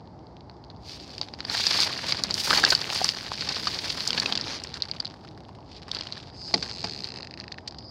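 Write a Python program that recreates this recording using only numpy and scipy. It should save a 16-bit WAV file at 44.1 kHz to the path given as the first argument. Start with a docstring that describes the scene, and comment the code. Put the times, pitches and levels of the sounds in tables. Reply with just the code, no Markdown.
"""Low outdoor rumble and a few faint twig snaps, then someone pushes through dry leaves and weedy brush,
close to a small hand-held microphone whose port rings near 4.7 kHz. Leaves slide and crinkle, litter
crunches underfoot, twigs break, sticks knock and blunt blows set something hollow ringing. Past halfway
a ridged stalk rasps along the clothes; near the end a bent stem drags by in slowing stick-slip ticks
and smooth stalks slide past with a thin hiss."""
import sys
import numpy as np
from scipy import signal
from scipy.fft import rfft, irfft
from scipy.io import wavfile

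SR = 44100
rng = np.random.default_rng(int(sys.argv[2]) if len(sys.argv) > 2 else 0)


def master(y):
    """Save y as 16-bit WAV."""
    cut = np.clip(np.atleast_2d(y).T, -1, 1)
    pcm = np.round(cut * 32767)  # scale
    wavfile.write(sys.argv[1], SR, pcm.astype(np.int16))


N = 348390

# Levels are relative within each table; each source sets its own gain.
# spectra of the sources: frequency_hz, level_db
RUMBLE_SPECTRUM = [(25, -76), (54, -2.5), (114, 1), (212, -6), (357, -7), (510, -13), (831, -9.5),
                   (1430, -28.5), (2200, -37), (4000, -100)]  # open air in the distance
TWIG_SPECTRUM = [(80, -3), (300, 0.5), (1000, 1.5), (2000, -2), (4600, 0), (7000, -9), (11000, -30.5),
                 (16000, -38)]  # breaking wood
LEAF_SPECTRUM = [(300, -18), (1200, -0.5), (2800, 7), (4600, 4), (6200, -1), (8500, -5), (11000, -25),
                 (16000, -49.5)]  # dry leaves brushing
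FIZZ_SPECTRUM = [(3000, -45.5), (6000, -1.5), (8000, -2), (11000, 0.5), (16000, 0.5)]  # leaves pressed hard
LITTER_SPECTRUM = [(60, -16.5), (170, -7.5), (400, -0.5), (900, 2.5), (1700, 1), (2600, -4.5), (4500, -11),
                   (9000, -13)]  # litter crushed underfoot
THUD_SPECTRUM = [(30, -39), (60, -20), (120, -5), (185, -2.5), (300, -7), (700, -14.5), (3000, -71)]  # a dull tread
RASP_SPECTRUM = [(200, 2), (900, 2), (2700, 0), (4600, -6), (6300, 0), (8000, -15), (10000, -9),
                 (16000, -25)]  # a rough stalk on clothes
# the larger twigs breaking: start_s, level_db, tilt_db_per_octave, fracture_s
TWIG_SNAPS = [(0.497, -55, -11, 0.00052), (0.64, -58, -9, .0002), (0.701, -52.5, -5, 0.00031),
              (1.214, -31, -0.5, 0.00024), (1.3375, -42.5, -8.5, 0.00024), (1.4051, -38.5, -7, 0.00028),
              (1.4504, -37, -5, .0001), (1.4979, -32.5, -3, 0.00061), (1.549, -31.5, 1, 0.0032),
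              (1.5982, -34, 2, 0.0005), (1.6664, -21.5, 8.5, 0.003), (1.7077, -34.5, 0, 0.00087),
              (1.803, -23, 23, 0.00055), (2.1221, -25, -2, 0.0026), (2.237, -24.5, 29, 0.00064),
              (2.3085, -28, 6, 0.00019), (2.342, -28.5, 24, .0001), (2.573, -23, 0.5, 0.0038),
              (2.6216, -35, 5, .0012), (2.6495, -19.5, 7, 0.0011), (2.7025, -20, 14, 0.0038),
              (2.7199, -24.5, -4, 0.0062), (2.75, -21.5, 10, 0.0016), (2.8147, -31.5, 11, .0008),
              (2.948, -32, 28, 0.00077), (3.0434, -24.5, 23, 0.0011), (3.0895, -23.5, 5, 0.0013),
              (3.6698, -27.5, 1.5, .006), (4.0751, -27, 23, 0.0016), (4.1051, -28, 2, 0.00093),
              (4.13, -31.5, 1, 0.0012), (4.178, -29, -2, 0.0048), (4.1991, -25.5, 12, 0.0011),
              (4.2585, -28.5, -2, 0.0019), (4.3238, -28, -1.5, 0.00084), (4.354, -30, 3, 0.000097),
              (4.3746, -29, 5, 0.0019), (4.4114, -33.5, 5, 0.00034), (4.637, -40, 22, 0.0017),
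              (4.672, -43.5, 4, .0005), (4.74, -36.5, 7, 0.0032), (4.822, -27.5, 4, 0.000074),
              (4.9135, -32.5, -1, 0.00021), (5.0015, -30, 3, 0.000074), (5.0536, -35.5, 1.5, 0.000085),
              (5.9151, -31, 7, 0.00041), (5.9475, -34.5, 8, 0.0015), (5.9678, -41.5, -9, 0.00094),
              (5.987, -41, -1, 0.00066), (6.009, -36, 0, 0.0012), (6.0702, -41, 2, 0.00096),
              (6.124, -36.5, 2.5, 0.00019), (6.54, -20.5, 3, 0.0035), (6.625, -31, 2.5, 0.0044),
              (6.841, -31.5, 2, 0.0045), (7.043, -35, -0.5, .0002), (7.4, -41, 0, 0.00053),
              (7.522, -40, 4, 0.00074), (7.675, -35, 8, 0.0045), (7.785, -44, 8, 0.0026)]
# leafy branches sweeping past: full_contact_s, hold_s, rustle_db, fizz_db
BRANCH_SWEEPS = [(0.875, 0.088, -37.5, -66), (1.0, 0.23, -43.5, -75), (1.53, 0.22, -25, -50.5),
                 (1.77, 0.072, -21, -46), (2.08, 0.036, -27.5, -54), (2.38, 0.14, -27.5, -44),
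                 (2.55, 0.051, -24, -42), (2.7, 0.022, -33.5, -43), (2.93, 0.17, -27.5, -49.5),
                 (3.15, 0.24, -41.5, -83), (3.4, 0.19, -31, -64), (3.56, 0.55, -33, -56.5),
                 (4.15, 0.18, -35, -60.5), (5.72, 0.045, -41.5, -93), (5.96, 0.32, -47, -96),
                 (6.5, 0.585, -45.5, -74)]
# feet pressing into the litter: full_weight_s, hold_s, crunch_db, tread_db
FOOTSTEPS = [(1.0, 0.66, -63.5, -52.5), (1.53, 0.19, -39, -55), (1.76, 0.11, -37.5, -43),
             (2.1, 0.26, -42.5, -44), (2.51, .17, -31.5, -41), (2.92, 0.12, -47.5, -60),
             (3.42, 0.71, -44.5, -45.5), (4.15, 0.14, -39, -42.5), (4.35, 0.041, -52.5, -43),
             (4.78, 0.35, -61, -62), (5.95, 0.014, -45.5, -52), (6.5, 0.73, -54, -51)]
# thicker sticks knocking: start_s, level_db, pitch_hz, t60_s
STICK_KNOCKS = [(2.509, -5, 1250, 0.015), (2.530, -6.5, 1540, 0.017), (2.639, -1.5, 1640, 0.016),
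                (3.0153, -11, 750, 0.029), (3.318, -11, 1050, 0.0073), (3.671, -12, 1215, 0.021),
                (5.249, -29.5, 1310, .008), (5.491, -29.5, 1000, 0.013), (5.587, -34, 1000, 0.018)]
# a foot or branch bumping something hollow: start_s, level_db
HOLLOW_BUMPS = [(2.512, -29), (4.076, -36), (6.539, -19.5), (6.842, -27.5)]
# modes of the hollow thing: pitch_hz, level_db, t60_s
HOLLOW_MODES = [(186, -6.5, 0.27), (280.6, -17, 0.31), (349, -9.5, 0.14), (445, -8.5, 0.15),
                (694, 2, 0.046), (846, 1.5, 0.057), (1105, -6, 0.038)]
# bending modes of the dragged stem: pitch_hz, level_db, t60_s
STEM_MODES = [(1860, -8, 0.009), (2670, -6, 0.009), (4200, 1, 0.0053), (5016, -2.5, 0.0085),
              (6250, -3, 0.0059), (7840, -3, 0.0028)]
# smooth stalks sliding by: full_contact_s, hold_s, level_db
STALK_SLIDES = [(6.47, 0.022, -52), (7.86, .04, -62)]

PORT_HZ, PORT_Q, BAND_LIMIT_HZ = 4700, 5.83, 15900


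def gain_of(db):
    """Decibels to amplitude."""
    return 10 ** (np.asarray(db) / 20)


def unit_rms(x):
    """Scales to rms 1."""
    return x / np.sqrt(np.mean(x ** 2) + 1e-20)


def add(mix, start_s, sound):
    """Mixes a sound in at its start time."""
    part = mix[max(round(start_s * SR), 0):][:len(sound)]
    part += sound[:len(part)]


def colour(x, spectrum, tilt_db=0, size=2048):
    """Causal filter with the given spectrum, tilted in dB per octave about the port's pitch."""
    hz, db = np.transpose(spectrum)
    octave = np.log2(np.maximum(abs(np.fft.fftfreq(size, 1 / SR)), 10))
    from_port = np.clip(octave - np.log2(PORT_HZ), -1.7, 1.15)
    log_gain = np.log(gain_of(np.interp(octave, np.log2(hz), db) + tilt_db * from_port))
    taps = np.fft.ifft(np.exp(np.conj(signal.hilbert(log_gain)))).real  # minimum phase
    return signal.oaconvolve(x, taps[:size // 2])[:len(x)]


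def drift(top_hz):
    """Slow random wander of rms 1."""
    return unit_rms(irfft(rfft(rng.standard_normal(N)) * (np.fft.rfftfreq(N, 1 / SR) < top_hz), N))


def ring(hz, t60):
    """One dying mode."""
    t = np.arange(4096) / SR
    return gain_of(-60 * t / t60) * np.sin(2 * np.pi * hz * t)


def burst(decay_s, tail_db, tail_s, size=2048):
    """Fibres tearing: a quick crack of noise and a weaker after-crackle, of energy 1."""
    t, decay_s = np.arange(size) / SR, max(decay_s, 1e-4)
    crack = (1 - np.exp(-t / (.5 * decay_s))) * np.exp(-t / decay_s)
    tail = gain_of(tail_db) * np.exp(-t / tail_s)
    x = rng.standard_normal(size) * (crack + tail)
    return x / np.linalg.norm(x)


def tears(decay_s, tail_db=-17, count=24):
    """A set of differently coloured little cracks."""
    return [burst(decay_s, tail_db, tail_s=0.0058) for _ in range(count)]


def grains(shapes, per_s, spread_db, clump_db, busy=1):
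    """Tiny fractures in clumps, most small, a few large; rms 1 when fully busy, sparser when less so."""
    at, count = rng.integers(0, N, round(per_s * N / SR)), len(shapes)
    size_db = spread_db * np.minimum(rng.exponential(1, len(at)), 3.2)
    size = gain_of(size_db + clump_db * np.tanh(drift(45))[at])
    size *= np.sqrt(N / np.sum(size ** 2)) * (rng.random(N) < busy)[at]
    trains = (np.bincount(at[k::count], size[k::count], N) for k in range(count))
    return sum(signal.oaconvolve(train, shape / np.linalg.norm(shape))[:N]
               for train, shape in zip(trains, shapes))


def strokes(rows, column, rise_s, release_s, settle_db, settle_s=3.28):
    """Level in dB of overlapping strokes that swell, hold, let go and settle; times are for 60 dB."""
    t = np.arange(0, N + 128, 128) / SR
    power = 1e-12
    for row in rows:
        full_s, hold_s = row[:2]
        early, late = np.maximum(full_s - t, 0), np.maximum(t - full_s - hold_s, 0)
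        fall_db = np.maximum(-60 * late / release_s, settle_db - 60 * late / settle_s)
        power = power + gain_of(row[column] - 60 * early / rise_s + fall_db) ** 2
    return np.interp(np.arange(N) / SR, t, 10 * np.log10(power))


def footfall_db(column):
    """Level of crunch (column 2) or tread (column 3) as the feet press down and lift."""
    return strokes(FOOTSTEPS, column, rise_s=0.44, release_s=0.56, settle_db=-5)


def distant_rumble():
    """Outdoor rumble from far off, gently wavering."""
    hz, db = np.transpose(RUMBLE_SPECTRUM)
    shape = gain_of(np.interp(np.log(np.fft.rfftfreq(N, 1 / SR) + 1), np.log(hz), db))
    return gain_of(-46 + 0.09 * drift(14)) * unit_rms(irfft(rfft(rng.standard_normal(N)) * shape, N))


def thin_twigs(resting_db=-68):
    """Thin twigs tick at random, louder under a step and faintly while the feet rest."""
    weight_db = np.maximum(footfall_db(column=2), resting_db)
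    ticks = grains(tears(0.00021, tail_db=-31), per_s=13, spread_db=4, clump_db=1.5)
    return gain_of(-22 + 0.71 * weight_db) * colour(ticks, TWIG_SPECTRUM, tilt_db=-4.5)


def snapping_twigs():
    """A twig breaks in one burst and rings, lower for a slower break; single fibres give way after it."""
    out = np.zeros(N)
    for start_s, level_db, tilt_db, fracture_s in TWIG_SNAPS:
        crack = burst(fracture_s, tail_db=-20, tail_s=0.0025)
        wood_hz = min(4300, 1600 * (fracture_s / .005) ** -.45) * rng.uniform(.85, 1.1)
        wood = signal.iirpeak(wood_hz, Q=7, fs=SR)
        crack = crack + gain_of(7) * signal.lfilter(*wood, crack)
        crack /= np.linalg.norm(mic_port(colour(crack, TWIG_SPECTRUM)))  # equal energy for any shape
        add(out, start_s, gain_of(level_db + 31.5) * colour(crack, TWIG_SPECTRUM, tilt_db))
        fibre_gain = gain_of(min(level_db + 13, -17))  # a fibre can only be so loud
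        for fibre in tears(0.00035, tail_db=-26.5, count=3):
            add(out, start_s + rng.uniform(.006, .075), fibre_gain * colour(fibre, TWIG_SPECTRUM, -2))
    return out


def dry_leaves():
    """Leaves slide, catch and crinkle close to the microphone; pressed hard, they add a fine fizz."""
    rustle_db = strokes(BRANCH_SWEEPS, column=2, rise_s=.19, release_s=.18, settle_db=-11.5)
    fizz_db = strokes(BRANCH_SWEEPS, column=3, rise_s=.19, release_s=.18, settle_db=-14.5)
    friction = grains(tears(0.00076), per_s=5000, spread_db=6, clump_db=3)
    busy = np.minimum(gain_of(rustle_db + 31), 1)  # a light touch breaks few veins: single ticks
    veins = grains(tears(0.00018, tail_db=-25.5), per_s=460, spread_db=5, clump_db=10, busy=busy)
    crinkle = colour(gain_of(0.7 * rustle_db - 20) * veins, LEAF_SPECTRUM)
    catch_db = 2.8 * np.tanh(drift(22))
    rustle = gain_of(rustle_db + catch_db - 15.5) * unit_rms(colour(friction, LEAF_SPECTRUM))
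    fizz = gain_of(fizz_db + 12) * unit_rms(colour(friction, FIZZ_SPECTRUM))
    return rustle + fizz + crinkle


def footsteps():
    """Leaf litter gives way underfoot over a dull tread; small stalks pop at assorted pitches."""
    crunch_db, tread_db = footfall_db(column=2), footfall_db(column=3)
    busy = np.minimum(gain_of(crunch_db + 36), 1)  # less weight breaks fewer pieces
    pieces = grains(tears(0.00053), per_s=1000, spread_db=2, clump_db=8.5, busy=busy) / np.sqrt(busy)
    litter = unit_rms(colour(pieces, LITTER_SPECTRUM))
    pop_hz = np.geomspace(800, 3800, num=20) * rng.uniform(0.94, 1.14, 20)
    stalks = grains([ring(hz, t60=10 / hz) for hz in pop_hz], per_s=90, spread_db=5.5, clump_db=-3.5)
    thud = unit_rms(colour(rng.standard_normal(N), THUD_SPECTRUM))
    return gain_of(crunch_db) * (litter + gain_of(-6) * stalks) + gain_of(tread_db) * thud


def knocking_sticks():
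    """A knocked stick rings briefly, with a weak bending overtone and a rough bark scrape."""
    out = np.zeros(N)
    for start_s, level_db, hz, t60 in STICK_KNOCKS:
        wood = ring(hz, t60) + gain_of(-19) * ring(2.75 * hz, t60 / 2)
        bark = colour(burst(t60 / 10, tail_db=-22, tail_s=t60 / 2), LITTER_SPECTRUM)
        add(out, start_s, gain_of(level_db - 4) * wood)
        add(out, start_s, gain_of(level_db + 4) * bark)
    return out


def hollow_bumps():
    """Blunt blows set a few low modes going, over a short boom of many weaker ones."""
    out, t = np.zeros(N), np.arange(SR // 4) / SR
    attack = 1 - np.exp(-t / 0.00068)
    for start_s, level_db in HOLLOW_BUMPS:
        modes = sum(gain_of(db - 60 * t / t60) * np.sin(2 * np.pi * (hz * t + rng.random()))
                    for hz, db, t60 in HOLLOW_MODES)
        boom = colour(rng.standard_normal(len(t)) * np.exp(-t / 0.037), THUD_SPECTRUM, tilt_db=2.5)
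        add(out, start_s, gain_of(level_db - 3.5) * attack * (modes + gain_of(19.5) * boom))
    return out


def rasping_stalk(start_s=4.44, length_s=0.15, ridges_per_s=120):
    """A ridged stalk scrapes along the clothes: friction noise that swells once and flutters lightly."""
    out, t = np.zeros(N), np.arange(0, length_s, 1 / SR)
    swell = abs(np.sin(np.pi * t / length_s)) ** .5
    ridge_rate = ridges_per_s * (1 + 0.22 * drift(62)[:len(t)])
    flutter = 1 + 0.29 * np.sin(2 * np.pi * np.cumsum(ridge_rate) / SR)
    scrape = colour(swell * flutter * rng.standard_normal(len(t)), RASP_SPECTRUM)
    add(out, start_s, gain_of(-42) * unit_rms(scrape))
    return out


def dragging_stem(start_s=6.32, length_s=1.285, first_slips_per_s=200, last_slips_per_s=25):
    """A stem sticks and slips: a buzz swells, then slows into uneven, lower and woodier ticks."""
    progress = np.clip((np.arange(N) / SR - start_s) / length_s, 0, 1)
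    rate = first_slips_per_s * (last_slips_per_s / first_slips_per_s) ** progress
    unevenness = np.minimum((26 / rate) ** 2, .6)
    uneven_rate = rate * np.exp(unevenness * drift(40) - unevenness ** 2)
    slips = np.diff(np.floor(np.cumsum(uneven_rate) / SR), prepend=0)
    # the stem loads up over about half its stroke and eases as it goes
    pressure = np.minimum(progress / 0.48, 1) * (progress < 1) * gain_of(-34 - 5.5 * progress)
    out = np.zeros(N)
    for at in np.flatnonzero(slips * pressure):
        for hz, db, t60 in STEM_MODES:
            # slow slips favour the low modes
            push = pressure[at] * (rate[at] / 70) ** (1.36 * np.log2(hz / PORT_HZ) + 0.12)
            # as its free length grows, the stem dulls and its pitch sags
            dull_db = -7 * progress[at] ** 6 * np.log2(hz / STEM_MODES[0][0])
            pitch_hz = hz * (1 - 0.053 * (progress[at] - .5))
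            level_db = db + dull_db + 2 * rng.standard_normal()  # each slip catches differently
            arrival_s = at / SR + 2.1 / hz  # low bending waves arrive last
            add(out, arrival_s, push * gain_of(level_db) * ring(pitch_hz, t60))
    return out


def sliding_stalks(centre_hz=4920, width_hz=620):
    """Smooth stalks slide by, their friction hissing in one narrow band."""
    band = signal.iirpeak(centre_hz, centre_hz / width_hz, fs=SR)
    hiss = signal.lfilter(*band, signal.lfilter(*band, rng.standard_normal(N)))
    level_db = strokes(STALK_SLIDES, column=2, rise_s=0.49, release_s=0.13, settle_db=-11.5)
    return gain_of(level_db) * unit_rms(hiss)


def muffled(x, hz):
    """Rolls off the highest treble."""
    return signal.lfilter(*signal.butter(2, hz, fs=SR), x)


def ground_scatter(x, t60, wet_db):
    """Ground and stalks throw back a short, thin tail."""
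    t = np.arange(SR // 4) / SR
    echoes = rng.standard_normal(len(t)) * (rng.random(len(t)) < .06) * (t > .003)
    echoes *= gain_of(-60 * t / t60)
    return x + gain_of(wet_db) * signal.oaconvolve(x, echoes / np.linalg.norm(echoes))[:N]


def mic_port(x):
    """The air in the microphone port resonates and cuts what lies above."""
    radius, turn = np.exp(-np.pi * PORT_HZ / PORT_Q / SR), 2 * np.pi * PORT_HZ / SR
    poles = [1, -2 * radius * np.cos(turn), radius ** 2]
    return signal.lfilter([sum(poles)], poles, x)


def scene():
    """Brush at close range in open air, over distant rumble and a faint even hiss; mono."""
    blunt = muffled(footsteps() + knocking_sticks() + hollow_bumps() + dragging_stem(), hz=8250)
    near = dry_leaves() + snapping_twigs() + thin_twigs() + sliding_stalks() + rasping_stalk() + blunt
    outdoors = ground_scatter(near, t60=0.024, wet_db=-21) + distant_rumble()
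    hiss = gain_of(-71) * muffled(rng.standard_normal(N), hz=6200)
    return (outdoors + hiss)[None]


def record(dry):
    """The small hand-held microphone: port resonance, bass cut, then the band limit."""
    heard = signal.lfilter(*signal.butter(3, 40, "high", fs=SR), mic_port(dry))
    band_limit = signal.firwin(255, BAND_LIMIT_HZ, window=("kaiser", 9), fs=SR)
    return signal.oaconvolve(heard, band_limit[None], "same")


dry = scene()
out = record(dry)
master(out)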